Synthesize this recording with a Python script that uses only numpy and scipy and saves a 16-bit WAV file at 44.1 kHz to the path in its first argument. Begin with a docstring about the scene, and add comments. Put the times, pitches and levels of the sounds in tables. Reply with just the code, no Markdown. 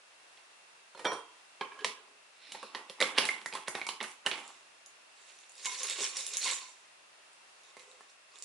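"""A faint fridge buzz over room hiss, then a spoon knocks and clinks on the counter of a small hard kitchen.
A lid drops onto a plastic jar and is screwed shut in jerks; dry shreds slide and tick inside as it is tipped.
Knocks are noisy blows on decaying modes, scrapes and slides are showers of tiny contacts on such modes,
ticks are short sine rings, and the hand's glide is banded noise. A stereo room tail surrounds them;
the fridge is a cluster of wavering tones and the hiss is shaped noise."""
import sys
import numpy as np
from scipy import signal
from scipy.fft import rfft, irfft
from scipy.io import wavfile
from scipy.ndimage import uniform_filter1d

SR = 44100
rng = np.random.default_rng(int(sys.argv[2]) if len(sys.argv) > 2 else 0)


def gain_from_db(level_db):
    """Convert decibel levels to linear amplitude factors (20 dB per decade)."""
    decades = np.asarray(level_db, float) / 20
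    return 10 ** decades


def inscribe(sig):
    """Save sig as 16-bit PCM at rate SR to the path in sys.argv[1].

    A 1-D sig is mono; a 2-D sig holds one channel per row.
    Samples are clipped to [-1, 1] before scaling.
    """
    pcm = np.round(np.clip(np.atleast_2d(sig).T, -1, 1) * 32767)
    wavfile.write(sys.argv[1], SR, pcm.astype(np.int16))


N = 372592  # length in samples


def unit(x):
    """Scale to rms 1."""
    return x / np.sqrt(np.mean(x ** 2))


def band(x, lo, hi):
    """Band-pass between two frequencies in Hz."""
    return signal.sosfilt(signal.butter(2, (lo, hi), "bandpass", fs=SR, output="sos"), x)


def highpass(x, order, hz):
    """Cut the bass below hz."""
    return signal.sosfilt(signal.butter(order, hz, "highpass", fs=SR, output="sos"), x)


def add_at(out, start_s, sound):
    """Mix a sound into out from its start time."""
    start = int(start_s * SR)
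    out[start:start + sound.size] += sound


def ring(modes, size):
    """Sum of decaying sine modes after one blow."""
    t = np.arange(size) / SR
    total = np.zeros(size)
    for hz, db, t60 in modes:
        total += gain_from_db(db) * np.sin(2 * np.pi * hz * t) * 1000. ** (-t / t60)
    return total


def crack(region):
    """The bare click of a contact in one region, peak 1."""
    impulse = np.arange(SR // 8) == 0
    click = band(band(impulse, *region), *region)
    return click / np.abs(click).max()


# Four regions that a contact shakes in the thing it strikes: thud, hollow, clack and snap.
# Each row: lower edge in Hz, upper edge in Hz.
REGIONS = [(260, 650), (650, 1500), (1500, 4500), (4500, 11500)]


def by_region(modes):
    """Sort a table of modes into the four regions."""
    edges = [0] + [lo for lo, hi in REGIONS[1:]] + [SR]
    return [[mode for mode in modes if lo <= mode[0] < hi] for lo, hi in zip(edges, edges[1:])]


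def strike(hits, modes, detune, mix_db, edge, rattle_db, thud_db, chatter_ms):
    """A hit is a sharp edge, ragged chatter and a longer rattle; the shifting grip detunes and remixes the modes."""
    t = np.arange(4096) / SR
    out = np.zeros(N + SR)
    noise = rng.standard_normal((len(hits), t.size))
    noise[:, 0] = edge
    grips = rng.standard_normal((len(hits), len(modes), 2))
    cracks = [crack(region) for region in REGIONS]
    shape = np.exp(-t / (chatter_ms / 1000)) + gain_from_db(rattle_db) * np.exp(-t / 0.043)
    for (start, db, weight, snap), rough, grip in zip(hits, noise, grips):
        held = [(hz * (1 + detune * a), level + mix_db * b, t60)
                for (hz, level, t60), (a, b) in zip(modes, grip)]
        # a weightier blow lifts thud and hollow together
        shares = (weight + thud_db, weight, 0, snap)
        for body, click, share in zip(by_region(held), cracks, shares):
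            response = click + ring(body, size=click.size)
            sound = signal.fftconvolve(rough * shape, response)
            add_at(out, start, gain_from_db(db + share) * sound / np.abs(sound).max())
    return out[:N]


def surges(strokes):
    """Levels of the light and heavy regions: a stroke swells to its peak and fades, by 1 / e in its times."""
    power = np.zeros((2, N))
    for peak_s, db, build_ms, fade_ms, weight in strokes:
        span = np.arange(max(int((peak_s - 1) * SR), 0), min(int((peak_s + 1) * SR), N))
        ms = (span / SR - peak_s) * 1000
        shape = np.exp(-2 * np.maximum(ms / fade_ms, -ms / build_ms))
        power[:, span] += shape * gain_from_db([[2 * db], [2 * (db + weight)]])
    return np.sqrt(power)


def rub(strokes, bodies, rate, scatter_db, shift_db, thud_db, hollow_db, hiss_db):
    """Tiny contacts of uneven size, each waking one resonance; the favoured ones shift as the parts move."""
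    out = np.zeros(N)
    light, heavy = surges(strokes)
    levels = (heavy * gain_from_db(thud_db), heavy * gain_from_db(hollow_db), light, light * gain_from_db(hiss_db))
    for region, modes, level in zip(REGIONS, bodies, levels):
        click, sound = crack(region), np.zeros(N)
        for response in [click] + [ring([mode], size=click.size) for mode in modes]:
            sizes = gain_from_db(scatter_db * np.minimum(rng.exponential(size=N), 4))
            favour = gain_from_db(shift_db * unit(uniform_filter1d(rng.standard_normal(N), SR // 30)))
            contacts = rng.random(N) < rate / SR  # rate is contacts per second for each resonance
            grains = contacts * rng.standard_normal(N) * sizes * favour
            sound += signal.oaconvolve(grains, response)[:N]
        out += unit(sound) * level
    return out


def thumps(pushes, modes):
    """A soft, ragged push that wakes only low modes."""
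    t = np.arange(2048) / SR
    out, body = np.zeros(N + SR), crack(REGIONS[0])
    body = body + ring(modes, size=body.size)
    fade = np.exp(-t / 0.0102)
    for (start, db), rough in zip(pushes, rng.standard_normal((len(pushes), t.size))):
        sound = signal.fftconvolve(rough * fade, body)
        add_at(out, start, gain_from_db(db) * sound / np.abs(sound).max())
    return out[:N]


# Lid pressed down or jumping a thread, or a finger tapping the jar.
# Each row: start in seconds, clack peak in dB, weight in dB added to thud and hollow,
# snap in dB against the clack.
LID_HITS = [(1.8455, -15.5, -12, -6.5), (2.5204, -30.5, -28, 0), (2.5474, -38, -1.5, -18),
            (2.629, -38.5, 4.5, -1.5), (2.7487, -23.5, -12.5, -15.5), (2.8976, -32, -29, -6.5),
            (3.0032, -19, -10, -4), (3.0131, -14.5, -35, -4.5), (3.0251, -11, -14, -33),
            (3.1834, -10.5, -23, -8.5), (3.253, -23, -18, 1.5), (3.289, -17, -38, -14),
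            (3.46, -23, -17, -5), (3.5264, -28, -17, -17), (3.5368, -32, -3, 0), (3.5518, -32, 4, 3),
            (3.682, -32.5, 6, 8), (3.7517, -21.5, -9, -13), (3.7744, -42, -1, -14),
            (3.815, -24.5, -25, -42), (3.8672, -30, -4.5, 5), (3.8891, -21, -13.5, -5.5),
            (4.004, -28, -33, -28), (4.0102, -26.5, -7, -34), (4.0284, -35, 2, 7.5),
            (4.0424, -38.5, 4, -26), (4.263, -17.5, -24, -2.5), (4.2679, -19.5, -26, -29),
            (4.314, -20, -32, -28), (7.7679, -40, -4, -2.5), (8.008, -46.5, 1.5, -7)]
# Modes of jar and lid, before the grip shifts them.
# Each row: frequency in Hz, level in dB against the crack, t60 in seconds.
JAR = [(220, -10, .07), (310, -8, .05), (415, -9, .04), (528, -6, .05), (700, -13, .025), (890, -9, .028),
       (1020, -10, .028), (1150, -11, .025), (1290, -12, .02), (1620, -11, .014), (1920, -9, .013),
       (2200, -10, .012), (2750, -11, .01), (3300, -15, .01), (3800, -19, .008)]


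def lid_knocks():
    """Hard knocks on jar and lid, whose modes the gripping hand shifts and rebalances."""
    return strike(LID_HITS, JAR, detune=0.076, mix_db=10.5, edge=7.1, rattle_db=-13.5, thud_db=-29,
                  chatter_ms=3.1)


# Each jerk of the wrist drags the threads.
# Each row: peak time in seconds, scrape level in dB, build-up in ms, fade in ms,
# weight in dB added to thud and hollow.
THREAD_JERKS = [(2.474, -60.5, 61, 100, -4), (2.552, -55.5, 30, 63, 6), (2.76, -53.5, 24, 59, 9),
                (2.894, -61, 11, 55, 3), (3.025, -41, 16, 98, 3), (3.181, -24, 4, 8.7, -1.5),
                (3.195, -39, 38, 112, 4), (3.295, -61, 8.1, 65, -16), (3.47, -68.5, 5.9, 30, 0),
                (3.556, -46, 11, 37, 3), (3.679, -39, 8, 13, -4), (3.7, -55, 8, 54, 8.5),
                (3.748, -44.5, 5, 73, 2), (4.012, -40, 4.6, 43, -1), (4.265, -34.5, 4.8, 13.4, 6.5),
                (4.318, -43, 2, 74, 7)]


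def thread_scrape():
    """Dragging threads make a stream of tiny contacts that ring the jar."""
    return rub(THREAD_JERKS, by_region(JAR), rate=1300, scatter_db=3.2, shift_db=4.0, thud_db=-13.5,
               hollow_db=-6, hiss_db=-11)


# The palm bears down on the jar.
# Each row: start in seconds, peak in dB.
PALM_PUSHES = [(1.8451, -36), (2.629, -43), (2.7487, -47), (2.8977, -42), (3.0132, -23.5), (3.183, -36),
               (3.254, -47), (3.5276, -41), (4.263, -48)]


def palm_thumps():
    """The bearing palm moves only the lowest modes of the jar."""
    return thumps(PALM_PUSHES, by_region(JAR)[0])


# Lid laid on the rim.
# Each row: start in seconds, clack peak in dB, weight in dB added to thud and hollow,
# snap in dB against the clack.
LID_DROP = [(1.6106, -25.5, 0, -43), (1.656, -52, 0, -25), (1.7206, -55, 13, -28), (1.7909, -46, -20, -5)]
# Modes of the jar under a loose lid, before any shift by the grip.
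# Each row: frequency in Hz, level in dB against the crack, t60 in seconds.
LOOSE_JAR = [(420, 2, 0.049), (815, -33, 0.054), (1080, -3.5, 0.042), (1647, -2.5, 0.057),
             (2340, -1, 0.023), (2600, -7, 0.018), (3100, -2, 0.012)]


def lid_drop():
    """The lid lands on the rim and rings the jar under it."""
    return strike(LID_DROP, LOOSE_JAR, detune=0.005, mix_db=3, edge=5.1, rattle_db=-25, thud_db=-18,
                  chatter_ms=5.2)


# Loose lid rocking on the rim.
# Each row: peak time in seconds, scrape level in dB, build-up in ms, fade in ms,
# weight in dB added to thud and hollow.
ROCKING = [(1.625, -44.5, 10, 31, 5), (1.721, -46.5, 4, 13, -14), (1.8, -56.5, 41, 120, 11)]


def lid_rocking():
    """The rocking lid grinds on the rim in many tiny contacts."""
    return rub(ROCKING, by_region(LOOSE_JAR), rate=1500, scatter_db=0.0, shift_db=5.5, thud_db=-9.5,
               hollow_db=-10, hiss_db=-31)


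# A hand glides over the jar.
# Each row: time in seconds, rms level in dB.
GLIDE = [(2.33, -80), (2.446, -57.5), (2.606, -56.5), (2.654, -57.5), (2.74, -67)]
# Bands in which the skin hisses.
# Each row: centre in Hz, width in Hz, level in dB against the other bands.
SKIN = [(2580, 760, -5.5), (3900, 840, -1), (5300, 480, -9)]


def swish():
    """Skin gliding over smooth plastic: fine noise in a few soft bands."""
    s, db = np.transpose(GLIDE)
    bands = np.zeros(N)
    for hz, width, level in SKIN:
        bands += gain_from_db(level) * unit(band(rng.standard_normal(N), hz - width / 2, hz + width / 2))
    return unit(bands) * gain_from_db(np.interp(np.arange(N) / SR, s, db, left=-120, right=-120))


# Surges of sliding shreds.
# Each row: peak time in seconds, rattle level in dB, build-up in ms, fade in ms,
# weight in dB added to thud and hollow.
SLIDE = [(4.478, -60.5, 61, 110, -24), (5.2, -66, 46, 54, -10.5), (5.29, -60.5, 28, 100, 1),
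         (5.45, -71, 80, 120, -6), (5.6, -55, 37, 59, 3), (5.662, -38, 15.7, 13, -20),
         (5.72, -43, 35, 120, -9), (5.848, -40, 28, 10, 8), (5.908, -38.5, 40, 34, 0.5),
         (6.01, -36.5, 36, 62, 0), (6.168, -41.5, 22, 95, -2), (6.348, -41.5, 39, 46, -0.5),
         (6.442, -36.5, 25, 90, -21), (6.528, -40, 53, 21, 4), (7.71, -66, 110, 10, 10.5),
         (7.798, -60, 15, 34, 12), (7.9, -67.5, 65, 85, 16.5), (8.016, -68, 30, 39, 6),
         (8.098, -64.5, 12, 26, -5), (8.36, -60, 28, 40, 8.5), (8.436, -56.5, 21, 33, -1)]
# Resonances that ring under the sliding shreds, one list for each region: the low ones are the sealed jar's, #
# the upper, short ones spread the shreds' own pitches. # Each row: frequency in Hz, level in dB against the
# crack, t60 in seconds.
SLIDE_BODIES = [
    [(416, 2, 0.062), (510, 7, 0.072)],
    [(1092, 6.5, 0.024), (2080, -7, 0.03)],
    [(2420, -21, 0.014), (2720, -12, 0.0087), (3250, -24, 0.013), (3730, -7.5, 0.014), (4390, -5, 0.0051)],
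    [(5280, -6, 0.0063), (5800, -8.5, 0.0092), (6660, -6.5, 0.0065), (7100, -1, 0.0047), (8050, -2, 0.0031),
     (9490, -30, 0.0071)],
]


def sliding_shreds():
    """Sliding shreds shower the wall of the sealed jar with tiny contacts."""
    return rub(SLIDE, SLIDE_BODIES, rate=1250, scatter_db=1.0, shift_db=3.5, thud_db=-18.5, hollow_db=-14,
               hiss_db=-0.74)


# The whole pile lands on one end.
# Each row: start in seconds, clack peak in dB, weight in dB added to thud and hollow,
# snap in dB against the clack.
PILE = [(5.6531, -37.5, 0, -25), (6.0038, -50, -14, -25), (6.4547, -39, 4, -29), (6.4602, -32.5, -3.5, -29),
        (6.6164, -52.5, 5, -25)]
# Modes of the air column that the landing pile thumps, before the small random shift of each hit.
# Each row: frequency in Hz, level in dB against the crack, t60 in seconds.
AIR_COLUMN = [(533, -3, .04), (1020, 5, .05), (2170, 4, .035)]


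def pile_landing():
    """The landing pile thumps the air column, with a rattle that outweighs the first chatter."""
    return strike(PILE, AIR_COLUMN, detune=0.005, mix_db=3, edge=5.6, rattle_db=14, thud_db=-39,
                  chatter_ms=11.0)


# Clumped shreds bump the end of the sealed jar.
# Each row: start in seconds, peak in dB before the bass cut.
BUMPS = [(5.84, -51), (5.985, -39), (6.0038, -37), (6.49, -52)]


def clump_bumps():
    """A clump pushes softly at the jar and wakes its low modes."""
    return thumps(BUMPS, SLIDE_BODIES[0])


# Single shreds hitting the wall.
# Each row: start in seconds, level of the ring in dB, pitch in Hz.
TICKS = [(4.478, -40, 7440), (4.861, -41.5, 6750), (5.495, -43, 6840), (5.388, -48, 6000),
         (5.5193, -45.5, 8300), (5.554, -46, 4830), (5.58, -45, 5200), (5.6473, -35, 7050),
         (5.6566, -25, 6560), (5.8325, -22.5, 6560), (5.8696, -30, 3880), (5.8983, -23.5, 7440),
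         (5.9898, -39, 3600), (6.0074, -34, 6500), (6.0283, -25, 7550), (6.034, -29, 3400),
         (6.0426, -26, 5550), (6.0492, -35, 6400), (6.1696, -24.5, 5560), (6.2076, -31.5, 3860),
         (6.2657, -22, 7300), (6.337, -28, 6230), (6.3698, -19.5, 6740), (6.4229, -32, 6000),
         (6.4448, -29, 6900), (6.4766, -25, 4170), (6.513, -28, 8000), (6.5113, -25.5, 3830),
         (6.533, -27.5, 3970), (7.3326, -52, 8500), (7.635, -53, 6430), (7.7954, -46, 3960),
         (7.914, -48, 3920), (8.0986, -56, 5500), (8.357, -46.5, 3520), (8.3863, -42, 7600),
         (8.4235, -28.5, 6970)]


def shred_ticks():
    """A brittle shred rings for a few cycles, with a wide snap in front."""
    t = np.arange(400) / SR
    out = np.zeros(N + t.size)
    noise = rng.standard_normal((len(TICKS), t.size))
    snaps = band(noise, 3500, 11000) * np.exp(-t / .001)
    for (start, db, hz), snap in zip(TICKS, snaps):
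        tone = np.sin(2 * np.pi * hz * t) * np.exp(-t * hz / 7.8)  # falls by 1 / e in 7.8 cycles
        add_at(out, start, gain_from_db(db) * (tone + gain_from_db(1.5) * snap))
    return out[:N]


# Spoon knocking the counter.
# Each row: start in seconds, clack peak in dB, weight in dB added to thud and hollow,
# snap in dB against the clack.
SPOON_HITS = [(0.3732, -51, -12, -14), (0.9482, -54, 10.5, -4), (0.9744, -47.5, 0.5, -3),
              (0.9932, -42.5, 3, -5.5), (1.0454, -41, 10, 3), (1.0517, -31.5, 8, -15),
              (1.0849, -52, 14, -22), (1.1179, -39.5, 12.5, -7), (1.1294, -42.5, 10.5, 0),
              (1.1491, -51.5, 11, 1)]
# Modes of the counter top, before each hit shifts them.
# Each row: frequency in Hz, level in dB against the crack, t60 in seconds.
COUNTER = [(330, -13, 0.08), (570, -1, 0.042), (667, -13, 0.1), (850, -25, 0.066), (995, -2, 0.028),
           (1210, -18, 0.064), (1300, -37, 0.062)]


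def spoon_knocks():
    """The bouncing spoon knocks on the modes of the counter top."""
    return strike(SPOON_HITS, COUNTER, detune=0.067, mix_db=3, edge=3.6, rattle_db=-5.5, thud_db=-6,
                  chatter_ms=4.9)


# Bounces that make the spoon itself ring.
# Each row: start in seconds, level in dB, favoured pitch in Hz, spread in octaves.
CLINKS = [(.951, -38, 4250, .2), (.993, -46, 1950, .3), (1.052, -34, 3500, .9), (1.068, -35, 2900, 1.3),
          (1.130, -39, 8565, .3)]
# Modes of the spoon.
# Each row: frequency in Hz, level in dB before the contact favours some, t60 in seconds.
SPOON = [(1875, -6, .3), (2333, 2, .13), (3225, 1.5, .48), (3519, 1.5, .06), (4250, -21, .25),
         (5685, -4, .2), (8565, -4, .07)]


def spoon_clinks():
    """Each bounce of the spoon wakes the modes near the pitch that its contact favours."""
    out = np.zeros(N + SR)
    for start, db, centre_hz, octaves in CLINKS:
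        woken = [(hz, level + db - 12 * (np.log2(hz / centre_hz) / octaves) ** 2, t60)
                 for hz, level, t60 in SPOON]
        add_at(out, start, ring(woken, size=SR // 2))
    return out[:N]


# Kitchen echo, band by band.
# Each row: centre in Hz, t60 in seconds, tail level in dB before the band-pass, side share of the tail
# as a ratio to the mid, left minus right in dB.
ROOM = [(140, 0.24, -2, 0.53, 0), (363, 0.39, -3, 0.46, -2.5), (1080, 0.42, -2, 0.65, -2),
        (2440, 0.37, -3.5, 1.08, -6), (6260, 0.26, -2.5, 1.45, -2.5)]


def kitchen(dry):
    """Direct sound a little to the right, then a diffuse tail that differs between channels, most in the treble."""
    dry = highpass(dry, 4, 210)  # the bass is cut below about 210 Hz
    t = np.arange(int(.6 * SR)) / SR
    mid, side = rng.standard_normal((2, t.size))
    hz, _, _, _, left_right_db = np.transpose(ROOM)
    edges = np.r_[30, np.sqrt(hz[1:] * hz[:-1]), 16000]
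    sign = np.array([[1], [-1]])
    onset = 1 - np.exp(-(t / 0.00041) ** 2)  # counter and wall answer within milliseconds
    response = np.zeros((2, t.size))
    for lo, hi, (_, t60, db, share, _) in zip(edges, edges[1:], ROOM):
        decay = onset * 1000. ** (-t / t60)
        tail = band(mid + share * sign * side, lo, hi)
        response += gain_from_db(db) * tail * decay / np.linalg.norm(decay)
    response[:, 0] += 1  # direct sound
    f = np.fft.rfftfreq(2 * N, 1 / SR) + 1
    pan = gain_from_db(sign * np.interp(np.log(f), np.log(hz), left_right_db) / 2)
    return irfft(rfft(dry, 2 * N) * rfft(response, 2 * N) * pan)[:, :N]


# Spectrum shape of the room hiss, before it is scaled to its overall level.
# Each row: frequency in Hz, relative level in dB per Hz.
HISS_SHAPE = [(18, -69), (30, -31), (243, -21.5), (409, -11.5), (452, -13.5), (641, -7.5), (726, -9),
              (886, -8), (954, -7.5), (2710, -10), (3000, -11.5), (10700, -20), (11500, -33), (15000, -61),
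              (22000, -120)]


def room_hiss():
    """Slowly swelling shaped noise, alike in both channels only in the bass."""
    f = np.fft.rfftfreq(N, 1 / SR) + 1
    hz, db = np.transpose(HISS_SHAPE)
    mid, side = rfft(rng.standard_normal((2, N))) * gain_from_db(np.interp(np.log(f), np.log(hz), db))
    hiss = irfft(mid + side * np.array([[1], [-1]]) * f / np.hypot(f, 200.), N)
    swell = unit(uniform_filter1d(rng.standard_normal(N), SR // 2, mode="wrap"))
    # dB rms of the two channels' mean, swelling by 0.52 dB rms
    return hiss * gain_from_db(-62.5 + 0.52 * swell) / np.std(hiss.mean(axis=0))


# Fridge tones.
# Each row: frequency in Hz, rms level in dB about which the tone wavers.
FRIDGE = [(2519, -79.5), (2616, -79.5), (2665, -82), (2713, -76.5), (2762, -77)]


def fridge_buzz():
    """A cluster of tones whose phase and level waver slowly in each channel."""
    out = np.zeros((2, N))
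    for hz, db in FRIDGE:
        waver = unit(uniform_filter1d(rng.standard_normal((2, N)), SR // 8, mode="wrap"))
        phase = 2 * np.pi * hz * np.arange(N) / SR + 0.89 * waver  # radians
        level = gain_from_db(db + 2.5 * waver[::-1])  # each level follows the other channel's waver
        out += np.sqrt(2) * level * np.sin(phase)
    return out


def scene():
    """Everything on the counter sounds into the kitchen, over fridge and hiss."""
    jar = lid_knocks() + thread_scrape() + palm_thumps() + lid_drop() + lid_rocking() + swish()
    shreds = highpass(sliding_shreds() + pile_landing() + clump_bumps(), 2, 330)  # the bass of the contents is cut below about 330 Hz
    spoon = spoon_knocks() + spoon_clinks()
    return kitchen(jar + shreds + shred_ticks() + spoon) + room_hiss() + fridge_buzz()


def roll_off(x):
    """The treble ends steeply here."""
    return signal.sosfilt(signal.butter(12, 12220, fs=SR, output="sos"), x)


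def record(dry):
    """The microphone chain cuts the top steeply above 10920 Hz."""
    steep_cut = signal.ellip(8, .2, 45, 10920, fs=SR, output="sos")
    mix = signal.sosfilt(steep_cut, dry)
    return roll_off(mix)


dry = scene()
out = record(dry)
inscribe(out)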